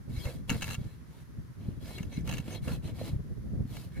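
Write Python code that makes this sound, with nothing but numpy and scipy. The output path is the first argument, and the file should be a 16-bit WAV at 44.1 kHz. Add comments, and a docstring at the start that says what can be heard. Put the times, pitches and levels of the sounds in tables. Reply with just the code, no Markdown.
"""A farrier's rasp cuts a horse's hoof outdoors, close to the microphone.
In each stroke the teeth fracture the horn, a broadband hiss, and force the steel blade and the hoof
into vibration. On hard strokes they catch and chatter; at moments they squeak or gouge deep, and
there is one dull knock. Low thumps of the hoof mix with puffs of light wind, which rumbles on the
microphone ports over a quiet yard."""
import sys
import numpy as np
from scipy import signal
from scipy.fft import rfft, irfft, next_fast_len
from scipy.io import wavfile
from scipy.ndimage import map_coordinates

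SR = 44100
rng = np.random.default_rng(int(sys.argv[2]) if len(sys.argv) > 2 else 0)


def master(y):
    """Save y as 16-bit WAV."""
    cut = np.clip(np.atleast_2d(y).T, -1, 1)
    pcm = np.round(cut * 32767)  # scale
    wavfile.write(sys.argv[1], SR, pcm.astype(np.int16))


N = 176400
T = np.arange(N) / SR
GRID = next_fast_len(N + SR // 4, real=True)  # padded so that ringing does not wrap round
HZ = np.fft.rfftfreq(GRID, 1 / SR)
TOP_HZ = 15850

# Spectra of the noise sources. Each row: frequency in Hz, relative spectral density in dB.
YARD_SPECTRUM = [(100, 2.5), (400, 2), (700, -6.5), (1000, 1.5), (1900, -1), (2600, -9.5), (6000, -11),
                 (8500, -19), (9800, -11), (14000, -17), (15800, -26)]
RUMBLE_SPECTRUM = [(12, -35), (30, -12), (55, 1.5), (85, -0.5), (125, 2.5), (180, -3.5), (260, -10.5),
                   (400, -20), (700, -32.5), (1500, -72.5)]
GRIT_SPECTRUM = [(400, -30.5), (900, -0.5), (1500, 8), (2200, -4), (3200, -27.5), (8000, -35)]
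CRUNCH_SPECTRUM = [(100, 18.5), (500, -1), (1600, 6), (3000, -2.5), (5000, -13.5), (8500, -41),
                   (10000, -9.5), (15800, -14.5)]
HISS_SPECTRUM = [(300, 4.5), (900, 6), (2500, -0.5), (4200, 8), (5800, 0.5), (7500, 2.5), (8500, -1),
                 (10000, 6), (12000, 2), (14000, 4.5), (15800, -14)]
DRONE_SPECTRUM = [(60, -7), (150, 2), (270, -2.5), (400, -11.5), (520, -10.5), (750, -17), (1500, -28),
                  (3000, -23), (8000, -62.5)]
# Modes of the hoof capsule, of hoof and rasp locked together, and of the steel blade.
# Each row: frequency in Hz, bandwidth in Hz, relative level in dB.
CAPSULE_MODES = [(510, 79, 4), (536, 20, -6)]
LOCKED_MODES = [(928, 53, -1), (1374, 20, 2.5), (1706, 72, 4), (2230, 55, 6), (2686, 58, 7),
                (2760, 90, 7.5), (3920, 110, -0.5), (5540, 86, -5), (6310, 107, 2), (6590, 47, -11),
                (7230, 80, -7)]
BLADE_MODES = [(1404, 17, -5), (1757, 48, 0.5), (2080, 39, -2.5), (2204, 66, 4), (2640, 71, -1),
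               (2910, 53, -5), (3313, 41, 5), (3770, 100, -3.5), (4064, 37, 7.5), (5020, 120, -3.5),
               (6050, 130, -3), (7450, 140, -7), (8900, 110, -2), (10800, 140, -10.5)]
# Left-right coherence of the air and of the rasp. Each row: frequency in Hz, coherence from 0 to 1.
AIR_COHERENCE = [(50, 0.045), (600, 0.057), (8000, 0.036)]
RASP_COHERENCE = [(100, 0.6), (250, 0.26), (500, 0.98), (1200, 0.58), (2500, 0.63), (4500, 0.14),
                  (9000, 0.15), (15000, 0.23)]
# Strength of the wind. Each row: time in seconds, relative level in dB.
WIND_LEVELS = [(0.0, -47), (0.17, -43.5), (0.46, -43.5), (0.5, -39.5), (1.28, -54.5), (1.38, -43),
               (1.47, -53), (1.7, -39), (1.74, -48.5), (2.39, -36), (2.44, -48), (2.7, -38.5),
               (3.01, -43.5), (3.14, -40), (3.22, -43), (3.58, -38.5), (3.89, -49), (4.0, -38)]
# Low thumps of the hoof and puffs of wind on the microphone.
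# Each row: middle in seconds, level in dB, frequency in Hz.
LOW_THUMPS = [(0.181, -24.5, 73.5), (0.262, -25, 71.4), (0.518, -20.5, 168), (0.53, -29, 232),
              (0.561, -25, 101), (0.786, -24, 100), (0.816, -26.5, 130), (1.388, -28, 125),
              (1.688, -21, 131), (1.692, -32, 266), (2.009, -24, 142.6), (2.181, -20.5, 173),
              (2.401, -25.5, 150.3), (2.631, -26, 109), (2.679, -21, 163.3), (2.714, -24, 128.6),
              (2.857, -26, 128), (3.137, -21.5, 87), (3.165, -22, 101), (3.424, -38, 135),
              (3.607, -25.5, 127.6), (3.655, -26, 160)]
# A dull knock. Each row: start in seconds, level in dB, frequency in Hz.
HOOF_KNOCKS = [(3.0123, -29, 567)]
# Squeaks of the rasp on the horn. Each row: middle in seconds, frequency in Hz, level in dB.
RASP_SQUEAKS = [(0.17, 4080, -51.5), (0.195, 5000, -54), (.21, 3300, -52.5), (.24, 4170, -50),
                (.245, 12950, -55), (0.276, 2146, -46.5), (1.15, 910, -61.5), (1.86, 4980, -60.5),
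                (1.965, 4080, -48.5), (1.99, 2180, -48), (2.53, 6300, -50), (2.564, 4130, -48.5),
                (2.65, 9000, -55), (2.726, 4170, -53), (2.865, 4100, -55), (2.9, 3354, -66),
                (3.008, 4100, -51.5), (3.786, 4096, -58), (3.974, 1715, -53.5)]
# Deep bites. Each row: start in seconds, relative levels of boom and grit in dB.
DEEP_GOUGES = [(0.25, -35, -49), (.503, -42.5, -41.5), (2.669, -39, -40)]
# Teeth catching in the horn. Each row: start in seconds, relative level in dB.
TOOTH_CATCHES = [(0.252, -36.5), (0.4942, -23), (0.5007, -20.5), (0.509, -39), (0.515, -37), (0.52, -37.5),
                 (0.5257, -37.5), (0.543, -39), (0.61, -38), (0.6204, -27), (0.625, -31.5), (.628, -32),
                 (0.642, -29.5), (0.6787, -33), (0.689, -35), (0.702, -34), (0.708, -30.5), (0.72, -34.5),
                 (.731, -35.5), (0.743, -33), (0.749, -36), (1.201, -61), (1.9818, -35), (2.029, -39.5),
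                 (2.275, -32.5), (2.2915, -30.5), (2.295, -34.5), (2.3117, -31.5), (2.325, -33),
                 (2.3375, -31.5), (2.342, -40), (2.3701, -40), (2.381, -33), (2.385, -41), (2.401, -43.5),
                 (2.6792, -37), (3.7673, -37.5)]
# Strokes of the rasp. Each row: start, fastest moment and end in seconds,
# relative levels of hiss, blade ring and hoof drone in dB, top tooth rate in Hz.
RASP_STROKES = [(0.079, 0.274, 0.47, -53, -53.5, -48, 340.7),
                (0.475, 0.52, 0.63, -48.5, -52.5, -37.5, 240.2),
                (0.545, 0.729, 0.79, -48, -51, -49.5, 240.3), (0.737, 0.822, 1.14, -65.5, -62, -58, 179.6),
                (1.05, 1.216, 1.26, -65.5, -70.5, -58, 200.1),
                (1.584, 1.638, 1.88, -69.5, -65.5, -54.5, 330),
                (1.795, 1.925, 2.174, -55, -52.5, -45, 369.3),
                (2.089, 2.168, 2.27, -62.5, -51.5, -50.5, 310.2),
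                (2.24, 2.318, 2.53, -52.5, -53.5, -42, 289.7),
                (2.435, 2.538, 2.624, -54.5, -48.5, -40, 374.7),
                (2.613, 2.717, 2.82, -51, -51.5, -42.5, 400), (2.82, 2.868, 2.97, -59.5, -52.5, -43, 335.2),
                (2.934, 3.02, 3.243, -56, -56.5, -46.5, 259.2), (3.031, 3.079, 3.125, -57.5, -59, -52, 340),
                (3.66, 3.779, 3.97, -55, -59.5, -50, 338.6), (3.906, 3.983, 4.7, -68, -58, -58, 179.8)]


def amp(db):
    """Amplitude ratio of a level in decibels."""
    return 10 ** (np.asarray(db) / 20)


def unit(x):
    """Normalisation to an rms of 1."""
    return x / np.sqrt(np.mean(x ** 2) + 1e-20)


def along(points):
    """Interpolation of (Hz, value) points on a logarithmic frequency axis."""
    hz, values = np.transpose(points)
    return np.interp(np.log(HZ + 1), np.log(hz + 1), values)


def wobble(knots_per_s):
    """Smooth random modulation: a spline through Gaussian values."""
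    return map_coordinates(rng.standard_normal(4096), [T * knots_per_s], mode="wrap")


def wave_packet(middle, length, hz, phase):
    """A pressure pulse: a sinusoid under a raised-cosine window."""
    window = np.cos(np.pi * np.clip((T - middle) / length, -.5, .5)) ** 2
    return window * np.cos(2 * np.pi * hz * (T - middle) + phase)


def burst(start, rise_s, t60_s):
    """Envelope of a transient: quick rise, then exponential decay."""
    age = np.maximum(T - start, 0)
    return amp(-60 * np.minimum(age / t60_s, 2)) * (1 - np.exp(-age / rise_s))


def filtered(x, response):
    """Linear filtering: the spectrum is multiplied by a frequency response."""
    return irfft(rfft(x, GRID) * response, GRID)[..., :N]


def colour(points):
    """Minimum-phase response of unit power through (Hz, dB) points."""
    cepstrum = irfft(np.log(amp(along(points))), GRID)
    causal = cepstrum * (1 + np.sign(np.fft.fftfreq(GRID)))
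    response = np.exp(rfft(causal))
    return response / np.sqrt(np.mean(abs(response) ** 2))


def resonances(modes):
    """Superposition of damped oscillators, as a response of unit power."""
    response = sum(amp(db) * 1j * HZ * width / (hz * hz - HZ ** 2 + 1j * HZ * width)
                   for hz, width, db in modes)
    return response / np.sqrt(np.mean(abs(response) ** 2))


def ringing(force, modes, flare_db):
    """Forced vibration: each mode swells and sinks on its own as the contact point slides."""
    coupling = amp(flare_db * np.array([wobble(28) for _ in modes]))
    drive = rfft(force * coupling[:, None], GRID)
    weights = np.array([amp(db) * np.sqrt(width) for _, width, db in modes])
    weights /= np.linalg.norm(weights)
    responses = np.array([weight * resonances([mode]) for weight, mode in zip(weights, modes)])
    return irfft((drive * responses[:, None]).sum(0), GRID)[:, :N]


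def stereo(pair, coherence):
    """Partial coherence: left and right are the sum and difference of two weighted signals."""
    angle = np.arccos(np.clip(along(coherence), -1, 1)) / 2
    mid, side = filtered(pair, np.array([np.cos(angle), np.sin(angle)]))
    return np.array([mid + side, mid - side])


def yard():
    """A diffuse field: faint, steady outdoor noise, almost incoherent between left and right."""
    air = filtered(rng.standard_normal((2, N)), colour(YARD_SPECTRUM))
    return amp(-63.5) * stereo(air, AIR_COHERENCE)


def wind():
    """Turbulent pressure at the microphone: a lumpy rumble, different at the two ports."""
    level = amp(np.interp(T, *np.transpose(WIND_LEVELS)) + 3.5)
    eddies = unit(amp(3.5 * wobble(45)) * rng.standard_normal((2, N)))
    return stereo(filtered(level * eddies, colour(RUMBLE_SPECTRUM)), AIR_COHERENCE)


def low_thumps(cycles=1.59, port_spread_rad=0.82):
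    """Low pressure pulses: thumps of the hoof and puffs of wind, differing in phase at each port."""
    pressure = np.zeros((2, N))
    for middle, db, hz in LOW_THUMPS:
        phase = rng.uniform(0, 2 * np.pi) + port_spread_rad * rng.standard_normal((2, 1))
        pressure += amp(db) * wave_packet(middle, cycles / hz, hz, phase)
    return pressure


def knocks(length_s=0.0069):
    """A heavily damped impact, as of the hoof shifting on its stand."""
    return sum(amp(db) * wave_packet(start + length_s / 2, length_s, hz, rng.uniform(0, 2 * np.pi))
               for start, db, hz in HOOF_KNOCKS)


def squeaks(length_s=0.057, jitter_hz=105):
    """Frictional oscillation: brief tones roughened by random frequency modulation."""
    tones = np.zeros((2, N))
    for middle, hz, db in RASP_SQUEAKS:
        phase = 2 * np.pi * np.cumsum(hz + jitter_hz * wobble(500)) / SR
        envelope = amp(db) * wave_packet(middle, length_s, hz=0, phase=0)
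        tones += envelope * np.sin([phase, phase + rng.uniform(0, 2 * np.pi)])
    return tones


def fractures(per_s=9000, size_spread=0.35):
    """Shot noise: dense tiny fractures of horn, uneven in size."""
    hits = rng.random((2, N)) < per_s / SR
    impulses = hits * rng.standard_normal((2, N))
    return unit(impulses * np.exp(size_spread * rng.standard_normal((2, N))))


def gouges():
    """Resonance of the hollow hoof capsule: a deep bite gives a boom along with coarse grit."""
    boom_level, grit_level = sum(amp([[boom_db], [grit_db]]) * burst(start, rise_s=0.012, t60_s=0.19)
                                 for start, boom_db, grit_db in DEEP_GOUGES)
    boom = filtered(boom_level * fractures(), resonances(CAPSULE_MODES))
    grit = filtered(grit_level * fractures(), colour(GRIT_SPECTRUM))
    return boom + grit


def catches(rise_s=0.00074, t60_s=0.023, tear_db=-2.5, snap_db=8.5):
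    """Stick-slip: a caught tooth tears the horn, snaps free and rings hoof and rasp together."""
    envelope = sum(amp(db + tear_db) * burst(start, rise_s, t60_s) for start, db in TOOTH_CATCHES)
    tear, crunch = envelope * rng.standard_normal((2, 2, N))
    snaps = np.zeros((2, N))
    for start, db in TOOTH_CATCHES:
        snaps[:, round((start + rise_s) * SR)] += amp(db + snap_db)
    ring = ringing(tear + snaps, LOCKED_MODES, flare_db=1.5)
    return ring + filtered(crunch, colour(CRUNCH_SPECTRUM))


def moving_contact(scrape):
    """Time-varying filtering: the scrape's colour shifts as the contact moves, less in the high treble."""
    hz, _, spectra = signal.stft(scrape, SR, nperseg=512)
    patch = np.outer(np.hanning(7), np.hanning(13))  # frequency bins by time frames
    field = unit(signal.fftconvolve(rng.standard_normal(spectra.shape[1:]), patch, "same"))
    depth_db = 2 / np.sqrt(1 + (hz[:, None] / 7400) ** 2)
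    _, shifted = signal.istft(spectra * amp(depth_db * field), nperseg=512)
    return unit(shifted[:, :N])


def tooth_rows(rate_hz, jitter=0.00684, rolloff_db=0.26):
    """Periodic forcing: rows of teeth cross the hoof's edge, a buzz of 24 gliding harmonics."""
    phase = 2 * np.pi * np.cumsum(rate_hz * (1 + jitter * wobble(300))) / SR
    return unit(sum(amp(-rolloff_db * k) * np.sin(k * phase + rng.uniform(0, 2 * np.pi, (2, 1)))
                    for k in range(1, 25)))


def bites(per_s=85, decay_s=0.002, depth=1.4):
    """Amplitude modulation: the gain jumps and relaxes as teeth dig in at random times and strengths."""
    kicks = (rng.random(N) < per_s / SR) * rng.random(N)
    load = signal.lfilter([1], [1, -np.exp(-1 / (decay_s * SR))], kicks)
    return unit(1 + depth * load)


def strokes(swell_power=0.87, fade_power=3.42):
    """Abrasion: horn hiss, blade ring, hoof drone and tooth rate follow powers of the rasp's speed."""
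    levels, tooth_hz = np.zeros((3, N)), np.zeros(N)
    for start, fastest, end, hiss_db, ring_db, drone_db, top_hz in RASP_STROKES:
        progress = np.interp(T, [start, fastest, end], [0, .5, 1])
        speed = np.abs(np.sin(np.pi * progress))
        envelope = speed ** np.where(T < fastest, swell_power, fade_power)
        levels += amp([[hiss_db], [ring_db], [drone_db]]) * envelope
        tooth_hz = np.maximum(tooth_hz, top_hz * np.sqrt(speed))
    bite = bites()
    hiss_level, ring_level, drone_level = levels * np.array([np.sqrt(bite), bite, bite])
    teeth = amp(-6.5) * tooth_rows(tooth_hz)
    horn_force = unit(moving_contact(fractures()) + .5 * teeth)
    hiss = filtered(hiss_level * horn_force, colour(HISS_SPECTRUM))
    blade_force = unit(fractures() + teeth)
    ring = amp(-6.5) * ringing(ring_level * blade_force, BLADE_MODES, flare_db=4.5)
    flutter = amp(2 * wobble(70))
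    hoof_force = unit(flutter * (moving_contact(fractures()) + .5 * teeth))
    drone = filtered(drone_level * hoof_force, colour(DRONE_SPECTRUM))
    return hiss + ring + drone


def scene():
    """Superposition in open air: time and level differences place the rasp just left of centre."""
    sides = np.array([[1], [-1]])
    left_lead_s, tilt_db = 0.00004, 0.5
    placement = np.exp(1j * np.pi * HZ * left_lead_s * sides) * amp(sides * tilt_db * HZ / TOP_HZ)
    rasp = stereo(strokes() + squeaks() + gouges() + catches(), RASP_COHERENCE)
    return filtered(rasp, placement) + knocks() + wind() + low_thumps() + yard()


def record(dry):
    """Band limiting: an ideal low-pass filter removes everything above TOP_HZ."""
    return filtered(dry, HZ < TOP_HZ)


dry = scene()
out = record(dry)
master(out)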